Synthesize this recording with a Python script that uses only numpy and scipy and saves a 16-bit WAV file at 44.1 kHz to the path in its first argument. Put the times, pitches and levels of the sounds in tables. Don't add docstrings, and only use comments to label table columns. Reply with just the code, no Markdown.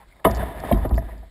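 import sys
import numpy as np
from scipy import signal
from scipy.fft import rfft, irfft
from scipy.io import wavfile

SR = 44100
rng = np.random.default_rng(int(sys.argv[2]) if len(sys.argv) > 2 else 0)


def magnitude_from_level(level_db):
    exponent = np.asarray(level_db, float) / 20
    return 10 ** exponent


def store_wav(level_fs):
    pcm = np.round(np.clip(np.atleast_2d(level_fs), -1, 1) * 32767)
    wavfile.write(sys.argv[1], SR, pcm.T.astype(np.int16))


N = 57330

# [start_s, peak_db, chatter_s, favoured_hz, thump_db]
KEEL_KNOCKS = [(.192, -45, 0.0052, 2000, -12), (.2425, -14.5, 0.0062, 2400, -45),
               (.2475, -15.5, 0.007, 3170, -13.5), (.248, -2.5, 0.0034, 820, -8.5),
               (.2495, -10.5, 0.0048, 467, -5), (.26, -5.5, 0.0092, 760, -8.5),
               (.261, -25.5, 0.0035, 3340, 2), (.29, -18.5, 0.0092, 880, -1), (.386, -27, 0.0033, 790, 5),
               (.418, -24, 0.0087, 900, -30), (0.634, -18, 0.003, 970, -25), (.685, -22, 0.004, 800, -9),
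               (.77, -23.5, 0.0033, 875, -11), (.783, -31, 0.0042, 900, -17),
               (.846, -16.5, 0.0071, 880, -11.5), (.848, -31.5, 0.0054, 1670, 11),
               (.907, -22.5, 0.0021, 1020, 0.5), (.941, -37.5, 0.0032, 3300, -13),
               (.976, -17, .003, 656, -8), (.977, -23.5, 0.002, 1980, -31),
               (1.019, -30.5, 0.0029, 685, -10), (1.084, -30, 0.0058, 955, -29),
               (1.124, -39, 0.0031, 699, -11), (1.221, -38.5, 0.0099, 850, -32)]
# [start_s, peak_db, chatter_s, favoured_hz, thump_db]
BOW_LANDING = [
    (.7095, -6, 0.0053, 710, -5),
    (.7225, -21.5, 0.003, 2780, 13),
    (.735, -27, 0.0074, 1200, 14),
    (.728, -42, 0.016, 4500, -13),
]
PANEL_HZ = [450, 530, 665, 790, 978, 1038, 1244, 1730, 1880, 2150, 2600, 3010, 3565, 4700]
# [level_db, t60_s]
PANEL_RING = [(-6, 0.037), (-8, 0.026), (-0.5, 0.068), (-7, 0.035), (-7.5, 0.066), (-15, 0.042),
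              (-15, 0.064), (-15, 0.038), (-15, 0.029), (-20.5, 0.022), (-26.5, 0.014), (-23.5, 0.019),
              (-23.5, 0.029), (-26, 0.0074)]
# [pitch_hz, level_db, t60_s]
SHELL_MODES = [(105.8, -7.5, 0.079), (154, -19, 0.059), (201, -8.5, 0.11), (267.7, -8, 0.049),
               (356, -10, 0.062)]
# [time_s, level_db, brightness_db]
GRIT_DRAG = [(0, -66.5, 11), (.24, -55, -44), (.262, -37.5, -0.5), (.33, -36.5, -9), (.4, -28.5, -12),
             (.46, -32.5, -10), (.54, -39, -11.5), (.63, -37.5, -8), (.65, -31.5, -9.5), (.7, -40, -1.5),
             (.75, -29.5, -13.5), (.8, -36, -15.5), (.855, -32.5, -11), (.875, -36, -28), (.94, -37, -30),
             (1.0, -47.5, -6), (1.15, -47, -9), (1.3, -63, -9)]
# [time_s, level_db, pitch_hz]
HULL_FLEX = [(0.0, -51, 53.33), (0.216, -62, 56.37), (0.256, -30.5, 57.7), (0.296, -20.5, 54.4),
             (0.44, -28.5, 62.1), (0.458, -30, 60.8), (0.502, -38, 49.4), (0.532, -52, 49.6),
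             (0.556, -34.5, 50.12), (0.698, -40, 59.76), (0.748, -17, 52.1), (0.782, -17.5, 48.75),
             (0.894, -26, 53.22), (0.94, -12.5, 58.3), (0.962, -19.5, 57.54), (1.1, -33.5, 53.6),
             (1.162, -35, 52.7), (1.3, -46.5, 49.9)]
# [start_s, peak_db, pitch_hz]
FITTING_TICKS = [(.303, -51, 4800), (0.3074, -35, 5350), (0.3122, -30, 4930), (0.3478, -27, 5340),
                 (.356, -33.5, 4830), (0.3637, -33, 4800), (.371, -36, 4900), (0.601, -37.5, 5000),
                 (0.668, -62, 4660), (0.78, -48, 5270), (.892, -43, 4280), (.893, -43, 3280),
                 (0.954, -43, 4800), (0.962, -41.5, 4770), (.972, -41, 5200), (.99, -43.5, 5300),
                 (1.04, -60, 4850), (1.179, -50.5, 4600)]
# [start_s, length_s, level_db, pitch_hz]
HULL_CREAKS = [
    (0, 0.035, -49, 875),
    (0.014, 0.028, -55.5, 1050),
    (.045, 0.012, -71, 2600),
    (0.113, 0.024, -55, 2150),
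    (0.164, 0.011, -57, 720),
    (0.155, .04, -64, 2100),
    (.08, .02, -65, 2100),
    (.198, .03, -57, 900),
    (1.091, 0.043, -52, 1900),
]
# [pitch_hz, density_db_per_hz]
AIR_SPECTRUM = [(53, -65), (90, -9.5), (944, -21), (1480, -20), (2130, -19), (2710, -28), (3700, -21.5),
                (5600, -30.5), (7280, -77), (12300, -120)]

FREE, LOADED = 1, 1.055
KNOCK_FOCUS_DB, LANDING_FOCUS_DB = 8.5, 19


def knocks(table, stiffen, focus_db):
    out = np.zeros(N + SR)
    t = np.arange(SR // 5) / SR
    panels = panel_modes(stiffen)
    for start_s, peak_db, chatter_s, favoured_hz, thump_db in table:
        swell = t / chatter_s * np.exp(-(t / chatter_s) ** 2)
        clack = struck(panels, swell, favoured_hz, focus_db)
        thump = struck(SHELL_MODES, swell, favoured_hz, 0)
        i = int(start_s * SR)
        out[i:i + len(t)] += magnitude_from_level(peak_db) * (clack + magnitude_from_level(thump_db) * thump)
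    return out[:N]


def struck(modes, swell, favoured_hz, focus_db):
    chance_colour_db = 3
    out = 0
    for hz, level_db, t60_s in modes:
        near = signal.butter(2, [hz / 1.5, hz * 1.25], "band", fs=SR, output="sos")
        burst = signal.sosfilt(near, swell * rng.standard_normal(len(swell)))
        part = ring(burst, hz, t60_s)
        octaves = np.log2(hz / favoured_hz)
        colour_db = level_db - focus_db * octaves ** 2 + chance_colour_db * rng.standard_normal()
        out = out + magnitude_from_level(colour_db) * part / np.abs(part).max()
    return out / np.abs(out).max()


def panel_modes(stiffen):
    return [(hz * stiffen, level_db, t60_s) for hz, (level_db, t60_s) in zip(PANEL_HZ, PANEL_RING)]


def grit():
    grains_per_s, spread_db, damping = 2500, 3.0, 0.36
    level_db, bright_db = in_time(GRIT_DRAG)
    clump = magnitude_from_level(1.5 * drift(18))
    low, high = np.zeros(N), np.zeros(N)
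    for hz, mode_db, t60_s in SHELL_MODES + panel_modes(FREE):
        grains = clump * clicks(grains_per_s, spread_db, N)
        part = magnitude_from_level(mode_db) * ring(grains, hz, t60_s * damping)
        if hz < 1400:
            low = low + part
        else:
            high = high + part
    return magnitude_from_level(level_db) * (rms_one(low) + magnitude_from_level(bright_db) * rms_one(high))


def flex():
    octave_db, rumble_db, sway_db, rough_db = -21.5, -4, -9, 0
    level_db, hz = in_time(HULL_FLEX)
    phase = 2 * np.pi * np.cumsum(hz) / SR
    tone = np.sqrt(2) * (np.sin(phase) + magnitude_from_level(octave_db) * np.cos(2 * phase))
    tone = tone * magnitude_from_level(rough_db * drift(33))
    rumble = deep_noise(44.6, 0.067)
    sway = deep_noise(74, 0.053)
    return magnitude_from_level(level_db) * (tone + magnitude_from_level(rumble_db) * rumble + magnitude_from_level(sway_db) * sway)


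def groan():
    groan_db, damping = -15, 0.29
    level_db = in_time(HULL_FLEX)[0]
    mumble = np.zeros(N)
    for hz, mode_db, t60_s in SHELL_MODES:
        wander = magnitude_from_level(mode_db + 2.0 * drift(11))
        mumble += wander * rms_one(ring(rng.standard_normal(N), hz, t60_s * damping))
    muffled = signal.sosfilt(signal.butter(2, 450, fs=SR, output="sos"), mumble)
    return magnitude_from_level(level_db + groan_db) * rms_one(muffled)


def ticks():
    width_hz, t60_s = 1190, 0.013
    out = np.zeros(N + SR)
    t = np.arange(SR // 20) / SR
    for start_s, peak_db, hz in FITTING_TICKS:
        puff = rng.standard_normal(len(t)) * magnitude_from_level(-60 * t / t60_s)
        edges_hz = [hz - width_hz / 2, hz + width_hz / 2]
        puff = signal.sosfilt(signal.butter(2, edges_hz, "band", fs=SR, output="sos"), puff)
        i = int(start_s * SR)
        out[i:i + len(t)] += magnitude_from_level(peak_db) * puff / np.abs(puff).max()
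    return out[:N]


def creaks():
    slips_per_s, t60_s = 530, 2.2 / 90
    out, t = np.zeros(N), np.arange(N) / SR
    for start_s, length_s, level_db, hz in HULL_CREAKS:
        half_s = length_s / 2
        swell = np.exp(-((t - start_s - half_s) / half_s) ** 4)
        slips = clicks(slips_per_s, 1.0, N)
        out += magnitude_from_level(level_db) * swell * rms_one(ring(slips, hz, t60_s))
    return out


def water():
    return magnitude_from_level(-51 + 2.6 * drift(6)) * deep_noise(36, 0.078)


def air():
    hz = np.fft.rfftfreq(N, 1 / SR) + 1
    point_hz, point_db = np.array(AIR_SPECTRUM).T
    shape = magnitude_from_level(np.interp(np.log(hz), np.log(point_hz), point_db))
    swell = magnitude_from_level(-62 + 1.5 * drift(14))
    return swell * rms_one(irfft(rfft(rng.standard_normal(N)) * shape, N))


def ring(drive, hz, t60_s):
    r, w = magnitude_from_level(-60 / (t60_s * SR)), 2 * np.pi * hz / SR
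    return signal.lfilter([0, np.sin(w)], [1, -2 * r * np.cos(w), r * r], drive + 1e-18)


def deep_noise(hz, t60_s):
    once = ring(rng.standard_normal(N), hz, t60_s)
    return rms_one(ring(once, hz, t60_s))


def clicks(per_s, spread_db, size):
    draw = rng.random((size, 3))
    happens = draw[:, 0] < per_s / SR
    height = magnitude_from_level(-spread_db * np.log(draw[:, 1] + 0.0073))
    return happens * height * np.sign(draw[:, 2] - 0.5)


def drift(rate_hz):
    r = np.exp(-2 * np.pi * rate_hz / SR)
    wander = signal.lfilter([1], [1, -2 * r, r * r], rng.standard_normal(N + SR))
    return rms_one(wander[SR:])


def in_time(rows):
    time_s, *columns = np.transpose(rows)
    return [np.interp(np.arange(N) / SR, time_s, column) for column in columns]


def rms_one(x):
    return x / np.sqrt(np.mean(x ** 2) + 1e-20)


def scene():
    hull = flex() + groan() + grit()
    impacts = knocks(KEEL_KNOCKS, FREE, KNOCK_FOCUS_DB) + knocks(BOW_LANDING, LOADED, LANDING_FOCUS_DB)
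    details = ticks() + creaks()
    return (hull + impacts + details + water() + air())[None]


def roll_off(x):
    return signal.sosfilt(signal.butter(12, 15780, fs=SR, output="sos"), x)


def record(dry):
    hold_hz, cutoff_hz = 12000, 15750
    overloaded = 1.279 * np.tanh(dry / 1.318)
    low = signal.sosfilt(signal.butter(8, 5650, fs=SR, output="sos"), overloaded)
    low = signal.sosfilt(signal.butter(2, 48.6, "high", fs=SR, output="sos"), low)
    mirrored = low * (1 + 2 * np.cos(2 * np.pi * hold_hz * np.arange(N) / SR))
    hz = np.fft.rfftfreq(N, 1 / SR)
    hold = np.sinc(hz / hold_hz) / np.sinc(hz / hold_hz / 4)
    held = irfft(rfft(mirrored) * hold * (hz < cutoff_hz), N)
    held = signal.sosfilt(signal.butter(12, 15200, fs=SR, output="sos"), held)
    return roll_off(held)


dry = scene()
out = record(dry)
store_wav(out)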